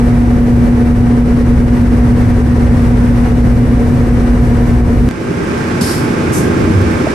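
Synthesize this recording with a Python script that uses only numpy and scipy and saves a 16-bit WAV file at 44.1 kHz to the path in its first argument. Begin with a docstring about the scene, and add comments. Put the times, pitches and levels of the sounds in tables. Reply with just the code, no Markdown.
"""Riding an idling diesel bus

At a roadside the engine's firings throb through the cabin: a deep boom, shaking panels, a loud hum,
ventilation air and fan whine. With two dry ticks the sound jumps to a second place: less boom, more
fan rush and whine, two puffs of compressed air and a few soft knocks from loose body panels.
The microphone's limiter turns everything down during the bass peaks."""
import sys
import numpy as np
from scipy.fft import rfft, irfft, next_fast_len
from scipy.io import wavfile
from scipy.ndimage import uniform_filter1d, minimum_filter1d, map_coordinates

SR = 44100
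rng = np.random.default_rng(int(sys.argv[2]) if len(sys.argv) > 2 else 0)


def store_pcm(level_fs):
    """Save levels as 16-bit WAV."""
    pcm = np.round(np.clip(level_fs, -1, 1) * 32767).astype(np.int16)
    wavfile.write(sys.argv[1], SR, np.atleast_2d(pcm).T)


N = 314874
TIME_S = np.arange(N) / SR
JUMP_S = 5.0895  # when the second place takes over
CRANK_HZ = 10.003  # engine turns a second


def amp(db):
    """Turn decibels into a gain."""
    return 10 ** (np.asarray(db) / 20)


def unit(x):
    """Scale a signal to an average strength (rms) of 1."""
    return x / np.sqrt(np.mean(x ** 2) + 1e-20)


def at_pitch(points, hz):
    """Read between the rows of a table, on a log pitch scale."""
    pitches, values = np.transpose(points)
    return np.interp(np.log(hz + 1), np.log(pitches + 1), values)


def over_time(points):
    """Join timed levels with straight lines."""
    return np.interp(TIME_S, *np.transpose(points))


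def wobble(rate):
    """A smooth curve through `rate` random values a second."""
    coarse_s = TIME_S[::200]
    values = rng.standard_normal(int(N * rate / SR) + 4)
    return np.interp(TIME_S, coarse_s, map_coordinates(values, [coarse_s * rate]))


def filtered(x, response):
    """Give each frequency the gain response(hz)."""
    size = next_fast_len(N + SR // 4)
    return irfft(rfft(x, size) * response(np.fft.rfftfreq(size, 1 / SR)), size)[..., :N]


def rush(spectrum, width, lean):
    """Stereo noise: a middle that both ears share, plus a side part that sets them apart."""
    gains = lambda hz: amp([at_pitch(spectrum, hz), at_pitch(spectrum, hz) + at_pitch(width, hz)])
    mid, side = filtered(rng.standard_normal((2, N)), gains)
    balance = lambda hz: amp(np.outer([.5, -.5], at_pitch(lean, hz)))
    pair = filtered(np.array([mid + side, mid - side]), balance)
    return pair / np.std(pair.mean(0))


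def steady(x, span_s):
    """Even out the slow swells of a noise."""
    power = uniform_filter1d(np.mean(x ** 2, 0), int(span_s * SR) + 1)
    return x / np.sqrt(np.abs(power) + 1e-6)


def tone(turns):
    """A sine of rms 1 that starts anywhere in its cycle."""
    return np.sqrt(2) * np.sin(2 * np.pi * (turns + rng.random()))


# Stereo spread at the roadside: pitch_hz, side_minus_mid_db
ROADSIDE_WIDTH = [(60, -16.5), (250, -15), (500, -6.5), (800, -3), (1200, 1), (1900, -3.5), (8500, -1.5),
                  (11300, 1.5)]
# Which ear is louder there: pitch_hz, left_minus_right_db
ROADSIDE_LEAN = [(400, 0.3), (1100, 3), (2000, -0.95), (5000, 0.9)]
def roadside_noise(spectrum):
    """Noise spread around the listener at the roadside."""
    return rush(spectrum, ROADSIDE_WIDTH, ROADSIDE_LEAN)


# Tone colour of the deep boom: pitch_hz, relative_db
BOOM_COLOUR = [(15, -30), (27, -21), (38, -3.5), (48, 16), (62, 16), (80, 11), (105, 9), (145, 8.5),
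               (180, -2.5), (260, -46)]
def cabin_boom():
    """The idling engine shakes the cabin with a deep rumble."""
    return amp(-10 + 1.14 * wobble(7)) * steady(roadside_noise(BOOM_COLOUR), span_s=0.11)


def clatter(turns, depth, uneven, decay):
    """A pulsing gain: three unequal firings a turn, each swelling quickly and dying away."""
    firings = 3 * turns
    age = firings % 1
    strength = np.abs(1 + uneven * np.array([1, -1, 0]))
    burst = np.sqrt(np.sin(np.pi * age) ** 2 * age) * np.exp(-decay * age)
    return unit(1 + depth * strength[firings.astype(int) % 3] * burst / burst.max())


# Tone colour of the shaking panels: pitch_hz, relative_db
PANEL_COLOUR = [(100, -6.5), (190, 2), (250, 6.5), (300, -2), (360, -0.5), (405, -5.5), (440, 0), (500, -6),
                (560, -5.5), (650, -22), (900, -58)]
def panel_rumble(turns, flutter_db):
    """Body panels throb with each firing."""
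    throb = clatter(turns, depth=0.8, uneven=0.1, decay=3.3)
    return amp(-18.5 + flutter_db) * roadside_noise(PANEL_COLOUR) * throb


# Tone colour of the rushing air: pitch_hz, relative_db
AIR_COLOUR = [(400, -7.5), (700, 8.5), (950, 4), (1400, 1), (1900, 1), (2500, -7), (3100, -13.5),
              (4800, -16.5), (6000, -16), (7000, -23), (8800, -18.5), (11400, -18.5), (12100, -53),
              (12500, -70)]
# Its loudness: time_s, level_db
AIR_LOUDNESS = [(0, -25.5), (.45, -28.5), (1.5, -27.5), (2.0, -27.5), (3.0, -27), (3.5, -28.5), (4.3, -27),
                (5.08, -29)]
# Its brief surges: peak_s, boost_db
AIR_SURGES = [(2.23, 3), (2.81, 3), (3.25, 3)]
def ventilation(turns, flutter_db):
    """Ventilation air rushes, with a trace of diesel clatter."""
    surge_db = sum(db * np.exp(-((TIME_S - peak_s) / 0.031) ** 2) for peak_s, db in AIR_SURGES)
    gain = amp(over_time(AIR_LOUDNESS) + surge_db + flutter_db)
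    return gain * roadside_noise(AIR_COLOUR) * clatter(turns, depth=0.06, uneven=0.3, decay=8)


def cabin_hum(turns):
    """The engine tone at 24 cycles a turn meets a cabin resonance and stands out."""
    return tone(24 * turns)


# The strong engine tones: cycles_per_turn
STRONG_TONES = [3, 5, 6, 7, 12, 13, 25, 26, 27, 48, 72, 96]
# The loudness of each: level_db
STRONG_LEVELS = [-21.5, -25, -22, -26, -17.8, -26, -26, -24, -32, -35, -34.5, -42.5]
def engine_tones(turns):
    """Strong tones waver as combustion varies; weak ones shake the panels at chance strengths."""
    strong = sum(amp(db + 2.0 * wobble(7)) * tone(cycles * turns + 0.045 * wobble(4.99))
                 for cycles, db in zip(STRONG_TONES, STRONG_LEVELS))
    weak = sum(amp(at_pitch(PANEL_COLOUR, cycles * CRANK_HZ) + rng.normal(0, 3.1)) * tone(cycles * turns)
               for cycles in range(10, 62) if cycles not in STRONG_TONES)
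    return strong + amp(-20.5) * unit(weak)


# Fan and accessory tones at the roadside: pitch_hz, level_db
ROADSIDE_WHINE = [(865, -79), (1545, -45.5), (2318, -49), (2880, -51.5)]
# The same for the second place: pitch_hz, relative_db
SECOND_WHINE = [(526, -41), (864.7, -43), (1068.4, -46), (1578.4, -40), (2315.8, -47.5), (2493.9, -52),
                (5378, -61), (5674, -66)]
def fan_whine(tones, wander_cycles):
    """Fan tones reach each ear by shifting paths, so they flutter."""
    per_ear = lambda rate: np.array([wobble(rate), wobble(rate)])
    return sum(amp(db + 2.2 * per_ear(7)) * tone(hz * TIME_S + wander_cycles * per_ear(9))
               for hz, db in tones)


def roadside(turns, hum_fade_db_per_s=0.92, left_delay_s=0.00019):
    """The first place: panels, air and hum flutter together while the hum slowly eases off."""
    flutter_db = 0.5 * wobble(12)
    noises = cabin_boom() + panel_rumble(turns, flutter_db) + ventilation(turns, flutter_db)
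    hum = amp(-8 - hum_fade_db_per_s * TIME_S + flutter_db) * cabin_hum(turns)
    ear_delay = lambda hz: np.exp(1j * np.pi * left_delay_s * np.outer([-1, 1], hz))
    tones = filtered(hum + engine_tones(turns), ear_delay)
    return noises + tones + fan_whine(ROADSIDE_WHINE, wander_cycles=0.22)


# Ticks at the jump: start_s, level_db
DRY_TICKS = [(5.0895, -6), (5.1117, -8.5)]
def ticks(fade_s=0.0009):
    """Each dry tick is a sudden step that relaxes at once."""
    return sum(amp(db) * (TIME_S >= start_s) * np.exp(-np.abs(TIME_S - start_s) / fade_s)
               for start_s, db in DRY_TICKS)


# Stereo spread at the second place: pitch_hz, side_minus_mid_db
SECOND_WIDTH = [(60, -13), (280, -11), (520, -2), (850, 4), (2000, -2), (5000, -3), (11300, 1.5)]
# Which ear is louder there: pitch_hz, left_minus_right_db
SECOND_LEAN = [(300, -0.5), (1200, -5.5), (2100, -4.5), (4500, 0)]
def second_noise(spectrum):
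    """Noise spread around the listener at the second place."""
    return rush(spectrum, SECOND_WIDTH, SECOND_LEAN)


# Tone colour of the lighter boom: pitch_hz, relative_db
SECOND_BOOM_COLOUR = [(15, -35), (30, -32), (45, -9), (62, 16.5), (95, 20), (125, 14.5), (200, -48)]
def second_boom(peak_s=6.75):
    """A lighter cabin boom that swells once."""
    swell_db = 9.5 * np.exp(-((TIME_S - peak_s) / 0.19) ** 2)
    gain = amp(-23.5 + swell_db + 1.5 * wobble(9))
    return gain * steady(second_noise(SECOND_BOOM_COLOUR), span_s=0.19)


# Tone colour of the panels at the second place: pitch_hz, relative_db
SECOND_PANEL_COLOUR = [(70, -15.5), (130, 1), (180, 1.5), (260, -0.5), (340, 1.5), (420, -3), (520, -11.5),
                       (650, -16.5), (900, -54.5)]
# Their loudness: time_s, relative_db
SECOND_PANEL_LOUDNESS = [(5.12, -15.5), (5.3, -11.5), (5.6, -16), (6.1, -14), (6.6, -10), (6.8, -12.5),
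                         (7.13, -15.5)]
def second_panels(turns):
    """The panels throb more gently and less evenly with the firings."""
    rumble = steady(second_noise(SECOND_PANEL_COLOUR), span_s=0.34)
    throb = clatter(turns, depth=0.42, uneven=0.38, decay=3.3)
    return amp(over_time(SECOND_PANEL_LOUDNESS)) * rumble * throb


# Tone colour of the fan's air: pitch_hz, relative_db
FAN_AIR_COLOUR = [(400, -2.5), (700, 6.5), (950, 4), (1300, 5.5), (1650, 5), (1850, 2), (2200, 2.5),
                  (3100, -6.5), (4200, -11), (5300, -9), (7000, -14.5), (8800, -16), (11400, -17),
                  (12200, -45)]
def fan_rush(turns, since_s):
    """Air from the fan slowly grows louder, pulsing faintly with the engine."""
    gain = amp(-25 + 0.54 * since_s)
    return gain * second_noise(FAN_AIR_COLOUR) * clatter(turns, depth=0.12, uneven=0.39, decay=1.6)


def second_place(turns, rise_db=6.5, rise_s=0.46):
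    """Less boom and hum, more fan rush and whine; all come up together after the jump."""
    since_s = np.maximum(TIME_S - JUMP_S, 0)
    fade_in = amp(-rise_db * np.maximum(1 - since_s / rise_s, 0))
    noises = second_boom() + second_panels(turns) + fan_rush(turns, since_s)
    whine = amp([[3.5], [6.5]]) * fan_whine(SECOND_WHINE, wander_cycles=0.087)  # louder on the right
    hum = amp(-22.5 + 1.2 * wobble(4.9)) * cabin_hum(turns)
    return fade_in * (noises + whine + hum)


# Tone colour of the air jet before the nozzle: pitch_hz, relative_db
JET_COLOUR = [(2000, 36), (4000, 6.5), (6000, -8.5), (7100, -5), (8600, 0.5), (11400, 4), (12400, -9),
              (13000, -19)]
# Puffs of compressed air: start_s, level_db, rise_s, hold_s, fade_s (to fall 60 dB), nozzle_hz, spit_db
AIR_PUFFS = [(5.809, -21.5, 0.0023, .11, 0.55, 5220, 5.5), (6.319, -22, 0.008, 0.064, 0.31, 6000, -1)]
def air_puffs():
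    """A valve opens and hisses briefly; the nozzle rings and passes little below its own pitch."""
    out = np.zeros((2, N))
    for start_s, db, rise_s, hold_s, fade_s, nozzle_hz, spit_db in AIR_PUFFS:
        age_s = np.maximum(TIME_S - start_s, 0)
        opening = 1 - np.exp(-age_s / rise_s)
        level_db = db + spit_db * np.exp(-age_s / 0.021) - 60 * np.maximum(age_s - hold_s, 0) / fade_s
        ring = lambda hz: hz ** 2 / (nozzle_hz ** 2 - hz ** 2 + .2j * hz * nozzle_hz)
        nozzle = lambda hz: ring(hz) * np.minimum(hz / nozzle_hz, 1) ** 3
        jet = rush(JET_COLOUR, SECOND_WIDTH, lean=[(5000, 0)])  # equal in both ears
        out += opening * amp(level_db) * unit(filtered(jet, nozzle))
    return out


# Knocks in the bus body: peak_s, level_db, pitch_hz, half_length_s
BODY_KNOCKS = [(5.82, -3, 186, 0.0065), (6.801, -4.5, 96.3, 0.045), (7.011, -1.5, 305, 0.0023),
               (7.046, -3.5, 295, 0.0027), (7.072, -5.5, 627, 0.0034)]
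def knocks():
    """Loose, well-damped body panels thud or boom for a few cycles."""
    out = np.zeros(N)
    for peak_s, db, pitch_hz, half_length_s in BODY_KNOCKS:
        t = TIME_S - peak_s
        out += amp(db) * np.exp(-(t / half_length_s) ** 2) * np.cos(2 * np.pi * pitch_hz * t)
    return out


def scene():
    """The roadside gives way abruptly to the second place."""
    turns = CRANK_HZ * TIME_S + 0.0039 * wobble(1.0)  # the engine's speed control drifts a little
    moved = np.clip((TIME_S - JUMP_S) / .002 + 1, 0, 1)
    before = roadside(turns)
    after = second_place(turns) + air_puffs() + knocks()
    return (1 - moved) * before + moved * after + ticks()


def limiter(x, hold_s):
    """The gain dips smoothly round every peak above full scale."""
    needed_gain = 1 / np.maximum(np.abs(x).max(0), 1)
    size = int(hold_s * SR)
    return x * uniform_filter1d(minimum_filter1d(needed_gain, size), size)


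def record(dry, notch_hz=10200, notch_width_hz=520, top_hz=12700):
    """Cut a narrow notch in the treble, limit the peaks and remove the highest pitches."""
    notched = filtered(dry, lambda hz: 1 - .96 * np.exp(-((hz - notch_hz) / notch_width_hz) ** 2))
    limited = limiter(amp(-0.88) * notched, hold_s=0.022)
    return filtered(limited, lambda hz: hz < top_hz)


dry = scene()
out = record(dry)
store_pcm(out)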